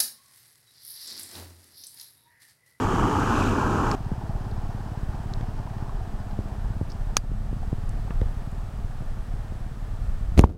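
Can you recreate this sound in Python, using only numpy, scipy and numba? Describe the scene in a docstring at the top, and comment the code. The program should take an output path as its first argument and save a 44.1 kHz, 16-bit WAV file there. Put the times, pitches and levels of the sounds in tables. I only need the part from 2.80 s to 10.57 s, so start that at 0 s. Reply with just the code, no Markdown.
"""A car ploughs through floodwater close by; its rush of spray stops abruptly at a cut to a second scene.
There a slow four-stroke motorbike putters past through the flood, its wheels washing the water, and draws away.
Car and bike fall off inversely with distance; puffs excite silencer resonances; water is drops and bubbles.
Throughout, wind rumbles on a hand-held camera and its whine is faint; fingers bump, tick and rub on it, a catch
snaps, and the gain control ducks after loud peaks."""
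import sys
import numpy as np
from scipy import signal
from scipy.fft import rfft, irfft
from scipy.io import wavfile
from numba import njit

SR = 44100
rng = np.random.default_rng(int(sys.argv[2]) if len(sys.argv) > 2 else 0)


def unload_wav(signal):
    """Save mono or channel-first audio to the path in sys.argv[1] as 16-bit WAV at rate SR, clipped to [-1, 1]."""
    wavfile.write(
        sys.argv[1],
        SR,
        np.round(np.clip(np.atleast_2d(signal).T, -1, 1) * 32767).astype(np.int16),
    )


N = 342657
TIME = np.arange(N) / SR  # seconds


def undb(db):
    """Amplitude gain is ten to the power of decibels over twenty."""
    return 10 ** (np.asarray(db) / 20)


def unit(x):
    """Normalisation: dividing by the root mean square gives unit power."""
    return x / np.sqrt(np.mean(x ** 2))


def colour(x, points):
    """Spectral shaping by (Hz, dB) points, with 36 dB per octave of fall beyond the ends; rms 1."""
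    hz, db = np.transpose(points)
    octave = np.log2(np.arange(N // 2 + 1) * SR / N + 1)
    knots = np.log2(hz)
    outside = np.abs(octave - np.clip(octave, knots[0], knots[-1]))
    gain = undb(np.interp(octave, knots, db) - 36 * outside)
    return unit(irfft(rfft(x) * gain, N))


def band(x, hz, width):
    """Simple resonance: a two-pole band-pass with gain 1 at its centre."""
    g = np.tan(np.pi * min(hz, SR / 2 - 2000) / SR)
    k = width / hz  # inverse of the quality factor
    numerator = [g * k, 0, -g * k]
    denominator = [1 + g * k + g * g, 2 * g * g - 2, 1 - g * k + g * g]
    return signal.lfilter(numerator, denominator, x)


def walk(rate):
    """Random modulation: straight lines join normal random values, drawn at this rate per second."""
    steps = rng.standard_normal(2048)
    return np.interp(TIME * rate, np.arange(len(steps)), steps)


def curve(table):
    """Linear interpolation joins (s, value) points into a curve over time."""
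    return np.interp(TIME, *np.transpose(table))


def swell(s, length):
    """Gaussian rise and fall: it peaks at 1 at time s and stays above one half for the given length."""
    return .5 ** ((2 * (TIME - s) / length) ** 2)


def nearness(nearest_s, distance, speed):
    """Inverse distance law for a source passing on a straight line: gain 1 at its nearest."""
    return distance / np.hypot(distance, speed * (TIME - nearest_s))


def add(out, s, sound):
    """Superposition: a short sound is summed in at time s."""
    start = int(s * SR)
    out[start:start + len(sound)] += sound[:max(N - start, 0)]


def bubbles(low_hz, high_hz, cycles, spread_db, count):
    """Damped bubble resonance: each rings a few cycles, rising in pitch; most are faint, a few loud; rms 1."""
    out = np.zeros(N)
    for when, pitch, chance in rng.random((count, 3)):
        hz = low_hz * (high_hz / low_hz) ** pitch
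        age = np.linspace(0, 1, int(cycles * SR / hz) + 2)  # fraction of its life
        # the root of pitch makes up for the shorter ring of high bubbles
        size = undb(-spread_db * np.log(.01 + .99 * chance)) * np.sqrt(hz)
        ring = np.sin(2 * np.pi * cycles * age * (1 + 0.064 * age))
        add(out, when * N / SR, size * np.exp(-5 * age) * ring)
    return unit(out)


def drops(per_second, spread_db):
    """Random impulse process: dense tiny impacts of uneven size; rms 1."""
    size = undb(spread_db * np.minimum(rng.exponential(size=N), 4))
    hits = rng.random(N) < per_second / SR
    return unit(hits * rng.standard_normal(N) * size)


def car():
    """Displaced water: the tyres heave up a low wave, and its sheets break into drops and bubbles."""
    # Spectra of the water. Each row: frequency in Hz, level in dB.
    spray_ahead = [(320, -38), (550, -18), (694, -10), (928, 3), (1010, -5), (1140, 1), (1720, -13),
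                   (2020, -23), (2270, -20), (2580, -32), (3040, -17), (3470, -26), (4000, -40),
                   (5200, -63), (8800, -120)]
    spray_beside = [(320, -50), (550, -8.5), (729, -11.5), (793, -2.5), (1020, -3), (1300, -2),
                    (1630, -7.5), (2060, -28), (2350, -25), (2620, -28), (3250, -29), (3500, -31),
                    (4000, -33), (5200, -53), (8800, -120)]
    mist_colour = [(1180, -36), (2000, -3), (2120, -21), (2310, -0.5), (2440, -1.5), (2990, -0.5),
                   (3490, -10.5), (4180, -9.5), (6690, -6.5), (7950, -11), (9350, -18), (12000, -20.5),
                   (15500, -32)]
    surge_colour = [(35, -37), (60, -6), (102, 1), (150, -7.5), (243, -3), (374, -7), (481, -10.5),
                    (555, -22), (600, -15), (780, -29), (1320, -120)]
    # small bubbles where the sheet lands
    fizz_colour = [(2250, -9), (2550, 0), (3000, -12), (4000, -9)]
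    surge_db, spray_db, mist_db, fizz_db = -24, -27, -44, -41.5  # at the nearest point
    sheet_mist_db = 3  # lift of the mist as the sheet lands

    sheet = swell(0.63, length=0.25)  # the front wheel's sheet of water lands
    surge = colour(rng.standard_normal(N), surge_colour)
    surge = surge * undb(surge_db + 1.2 * sheet + 0.73 * walk(12.2))

    water = drops(18000, 1.3) + .5 * bubbles(610, 3400, cycles=14, spread_db=0.1, count=6000)
    beside = np.interp(TIME, [.33, .53], [0, 1])  # from ahead to alongside
    spray = (1 - beside) * colour(water, spray_ahead) + beside * colour(water, spray_beside)
    spray = spray * undb(spray_db)

    mist = colour(drops(11000, 1.2) + 0.67 * rng.standard_normal(N), mist_colour)
    mist = mist * undb(mist_db + sheet_mist_db * sheet + .5 * walk(40.0))

    fizz = colour(bubbles(1900, 3900, cycles=10, spread_db=2.2, count=4000), fizz_colour)
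    fizz = fizz * undb(fizz_db) * sheet
    near = nearness(nearest_s=0.33, distance=3.8, speed=3.4)  # s, m, m/s
    return (surge + spray + mist + fizz) * near


def street():
    """Stationary background: steady distant broadband hiss, and the camera's thin wavering whine."""
    # The open street. Each row: frequency in Hz, level in dB.
    air_colour = [(120, -37), (200, -1), (253, -7.5), (333, -13), (515, -11), (715, -9.5), (769, -13.5),
                  (957, -20), (1190, -12), (1620, -19.5), (1780, -16), (2020, -23), (6960, -33),
                  (8050, -32.5), (15500, -41.5)]
    # Faint whine of the camera. Each row: frequency in Hz, rms level in dB.
    whine_tones = [(7881, -78)]
    air_db = -49
    air = colour(rng.standard_normal(N), air_colour) * undb(air_db + .5 * walk(2.89))
    whine = np.zeros(N)
    for hz, db in whine_tones:
        phase = 2 * np.pi * np.cumsum(hz + 14 * walk(60)) / SR
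        whine += np.sqrt(2) * undb(db) * np.sin(phase)
    return air + whine


def wind():
    """Turbulent pressure at the microphone port: low-frequency noise, a steady breeze with a few gusts."""
    # Spectrum of the rumble. Each row: frequency in Hz, level in dB.
    wind_colour = [(10, -11), (20, 0.5), (32, 1), (50, -4.5), (72, -12), (102, -11.5), (170, -26.5),
                   (300, -38.5), (600, -60)]
    # Gusts. Each row: time in seconds, rise in dB.
    gust_times = [(3.9, 1.5), (4.6, 4.5), (5.13, 5.5), (5.42, 7.5), (7.25, 5.5), (7.55, 8.5)]
    breeze_db, gust_s = -30, .16
    gusts = sum(rise_db * swell(s, gust_s) for s, rise_db in gust_times)
    return colour(rng.standard_normal(N), wind_colour) * undb(breeze_db + gusts + 1.26 * walk(9))


def handling():
    """Impact on the case: soft bumps are damped low oscillations, ticks and scuffs are short bands of noise."""
    # Soft bumps. 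Each row: start in seconds, peak in dB, ring in Hz, upper limit of the treble in Hz.
    bumps = [(1.317, -16.5, 150, 398), (2.609, -19.5, 102, 650), (3.590, -14, 79, 500),
             (4.013, -12.5, 85, 450), (4.517, -20.5, 133, 453), (4.729, -18.5, 110, 420),
             (4.929, -14, 114, 480), (5.307, -21.5, 120, 600), (5.417, -11, 60.6, 250),
             (6.222, -24.5, 110, 600), (6.722, -22.5, 90, 400), (7.578, -10, 91, 900),
             (7.593, 4, 171, 1000), (7.641, 10.5, 61, 700)]
    # Finger ticks and scuffs. Each row: start in seconds, peak in dB, centre in Hz, width in Hz,
    # 60 dB decay time in seconds of the noise ahead of its resonance.
    ticks = [(1.114, -20, 5150, 3400, 0.014), (1.114, -22, 1100, 700, .012),
             (1.713, -42.5, 4330, 2000, .02), (2.537, -29, 4230, 1700, 0.0061),
             (2.61, -37, 1500, 2200, .02), (3.510, -43, 3500, 3000, .015), (4.098, -40, 4900, 1500, .06),
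             (4.118, -36.5, 4880, 1510, 0.017), (5.093, -36, 7950, 7000, 0.0058),
             (5.306, -31.5, 1100, 600, 0.028), (5.414, -31, 900, 1400, 0.0091),
             (5.414, -24.5, 430, 260, 0.083), (5.716, -43, 7900, 8000, 0.0062),
             (7.577, -19, 1500, 4000, 0.021), (7.585, -26.5, 4500, 10000, 0.049),
             (7.5925, -9, 3400, 8000, 0.0041), (7.601, -28, 3500, 5000, 0.011),
             (7.611, -20, 7200, 6500, 0.008), (7.638, 2.5, 813, 300, 0.01),
             (7.647, -20, 3000, 6000, 0.0068), (7.697, -24, 1000, 1400, .006)]
    out = np.zeros(N)
    t = np.arange(SR // 5) / SR
    for s, db, hz, bright_hz in bumps:
        rock = np.cos(2 * np.pi * hz * t) * np.exp(-t * hz * 2.06)
        bump = signal.sosfilt(signal.butter(2, bright_hz, fs=SR, output="sos"), rock)
        add(out, s, -undb(db) * bump / np.abs(bump).max())
    for s, db, hz, width, t60 in ticks:
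        burst = rng.standard_normal(len(t)) * undb(-60 * t / t60)
        tick = band(band(burst, hz, width), hz, width)
        add(out, s, undb(db) * tick / np.abs(tick).max())
    return out


def exhaust():
    """Source and resonator: one soft puff for each firing of the single cylinder rings the silencer."""
    # Engine speed. Each row: time in seconds, firings per second.
    firing_rate = [(1.15, 17.02), (1.8, 17.81), (2.4, 17.54), (2.95, 17.88), (3.15, 15.62), (3.45, 15.57),
                   (3.8, 16.21), (4.1, 16.32), (4.5, 18.25), (5.1, 18.75), (5.9, 18.95), (6.3, 18.06),
                   (6.8, 18.57), (7.5, 17.9)]
    # Silencer resonances. Each row: frequency in Hz, width in Hz, gain in dB.
    silencer = [(111.3, 112, -5.5), (191, 104, -16)]
    first_firing_s = 1.150
    cruise_rate, throttle_db_per_rate = 17.55, 0.93  # firings/s, dB per firing/s: faster is louder
    drive_db = -15.5  # impulse ahead of the silencer, at cruising rate

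    rate = curve(firing_rate)
    db = drive_db + throttle_db_per_rate * (rate - cruise_rate)
    turns = np.cumsum(rate * (TIME > first_firing_s)) / SR  # one firing for each whole count
    firings = np.flatnonzero(np.diff(np.ceil(turns)) > 0)
    pulses = np.zeros(N)
    pulses[firings] = undb(db[firings] + 1.0 * rng.standard_normal(len(firings)))
    # the valve opens over a few milliseconds, so the puff has no treble
    t = np.arange(-400, 401) / SR
    puffs = signal.fftconvolve(pulses, np.exp(-(t / 0.0014) ** 2), "same")
    puffs = puffs * (1 + 0.88 * rng.standard_normal(N))  # the gas is turbulent
    ring = np.zeros(N)
    for hz, width, gain_db in silencer:
        ring += undb(gain_db) * band(band(puffs, hz, width), hz, width)
    return -2.5 * np.roll(ring, -int(.003 * SR))  # inverted, and 3 ms earlier


def drone():
    """Frequency and amplitude modulation: a wavering engine tone lies under the putter and swells twice."""
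    # Swells. Each row: time in seconds, length in seconds, rise in dB.
    swells = [(3.68, 0.56, 9), (4.65, 0.34, 12.5)]
    pitch_hz, level_db = 205.4, -51.5  # level at the nearest point
    db = level_db + sum(rise_db * swell(s, length) for s, length, rise_db in swells)
    gain = np.sqrt(2) * undb(db + 2.2 * walk(14))
    phase = 2 * np.pi * np.cumsum(pitch_hz + 4.49 * walk(25)) / SR
    return gain * np.sin(phase)


def wash(near):
    """Entrained air: the wheels' bow wave froths and gurgles, and single large bubbles plop as damped tones."""
    # Spectrum of frothing water. Each row: frequency in Hz, level in dB.
    wash_colour = [(150, -17), (250, -3), (279, 1), (437, -5), (523, -12), (701, -0.5), (865, -1),
                   (1300, -13), (1570, -10.5), (2140, -30), (3080, -24.5), (3580, -32), (5150, -26.5),
                   (7000, -37), (9100, -66), (15400, -120)]
    # Large bubbles in the wake. 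Each row: start in seconds, starting amplitude in dB, pitch in Hz.
    plops = [(1.508, -31, 650), (1.652, -33.5, 1010), (1.716, -31.5, 386), (1.830, -33, 815),
             (1.900, -34, 720), (2.873, -31.5, 960), (3.094, -32, 1070), (3.538, -33, 820),
             (3.696, -38, 706), (4.694, -36, 756), (4.831, -30.5, 740), (5.279, -34.5, 820)]
    wash_db, falloff = -44, 1.14  # level at the nearest point, power of the nearness
    froth = colour(drops(5000, 2.7) * undb(1.2 * walk(18)), wash_colour)
    gurgle = colour(bubbles(350.0, 2550, cycles=26, spread_db=1.0, count=2600), wash_colour)
    lull_db = -3.5 * swell(4.53, length=.6)  # the wash sinks briefly
    out = (undb(-2.0) * froth + undb(-4.5) * gurgle) * undb(wash_db + lull_db) * near ** falloff
    t = np.arange(SR // 12) / SR
    for s, peak_db, hz in plops:
        ring = np.sin(2 * np.pi * hz * t * (1 + 1.2 * t))  # the pitch rises
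        add(out, s, undb(peak_db) * np.exp(-t / 0.0048) * ring)
    return out


def snap():
    """Modal excitation: a plastic catch snaps home and rings the case, with a short chatter of noise."""
    # First contact, then the catch. Each row: start in seconds, relative strength in dB.
    contacts = [(4.367, -20.5), (4.3685, 3)]
    # Modes of the case. Each row: frequency in Hz, relative level in dB, 60 dB decay time in seconds.
    case_modes = [(1210, -2, 0.0068), (1665, -23.5, 0.039), (2430, -7, 0.0081), (3360, -8, 0.0081),
                  (4430, -6.5, 0.0092), (4770, -24, 0.048), (5620, -1, 0.0062), (6600, -2, 0.0076),
                  (8760, -14, 0.0067), (9730, -24, 0.029), (10400, -14.5, 0.009), (12600, -18, .005),
                  (14700, -21, .004)]
    peak_db = 1.5
    out = np.zeros(N)
    t = np.arange(SR // 10) / SR
    ring = np.zeros(len(t))
    for k, (hz, db, t60) in enumerate(case_modes):
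        decay = np.exp(-np.log(1000) * t / t60)
        # neighbouring modes swing opposite ways
        ring += (-1) ** k * undb(db) * decay * np.sin(2 * np.pi * hz * t)
    chatter = band(rng.standard_normal(len(t)), 4600, 6500) * undb(-16.5 - 60 * t / 0.032)
    for s, db in contacts:
        add(out, s, undb(db) * (ring + chatter))
    return undb(peak_db) * out / np.abs(out).max()


def rub():
    """Friction as many small impacts: skin drags over the microphone port, presses, holds and eases off."""
    # Spectrum of rubbing skin. Each row: frequency in Hz, level in dB.
    rub_colour = [(22, -4), (55, 3.5), (110, -7.5), (220, -14), (400, -21), (800, -33.5), (2000, -50),
                  (6000, -58), (15000, -65)]
    start_s, attack_s, hold_s = 7.565, .025, .14  # the hold counts from the start
    rub_db, fade_db_per_s = -9.5, 100
    age = TIME - start_s
    press = np.clip(age / attack_s, 0, 1) * undb(-fade_db_per_s * np.maximum(age - hold_s, 0))
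    return colour(drops(4000, 2.3), rub_colour) * undb(rub_db) * press


def scene():
    """Superposition of sources: the car, then the passing motorbike, over street, wind and handling."""
    cut_s = 1.151  # the car scene ends and the motorbike scene begins
    after = np.clip((TIME - cut_s) / 0.0027, 0, 1)
    near = nearness(nearest_s=1.7, distance=7.24, speed=3.11)  # s, m, m/s
    bike = (exhaust() + drone()) * near + wash(near)
    vehicles = (1 - after) * car() + after * bike
    return (vehicles + street() + wind() + handling() + rub() + snap())[None]


@njit
def follow(x, attack, release):
    """Peak detection: an envelope that rises fast and sinks slowly."""
    out, e = np.empty(len(x)), 0.
    for i in range(len(x)):
        level = abs(x[i])
        e += (level - e) * (attack if level > e else release)
        out[i] = e
    return out


def record(dry):
    """Dynamic range limiting: gain ducks after loud peaks; what still exceeds the limit clips, the top is cut."""
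    attack_s, release_s, threshold_db = .0008, .9, -13
    top_hz = 15850
    envelope = follow(dry[0], 1 / (1 + attack_s * SR), 1 / (1 + release_s * SR))
    gain = undb(threshold_db) / np.maximum(envelope, undb(threshold_db))
    # the gain takes a moment to come down
    gain = 1 - signal.sosfilt(signal.butter(1, 7, fs=SR, output="sos"), 1 - gain)
    clipped = np.clip(dry * gain, -.97, .97)
    return signal.sosfilt(signal.ellip(10, .2, 80, top_hz, fs=SR, output="sos"), clipped)


dry = scene()
out = record(dry)
unload_wav(out)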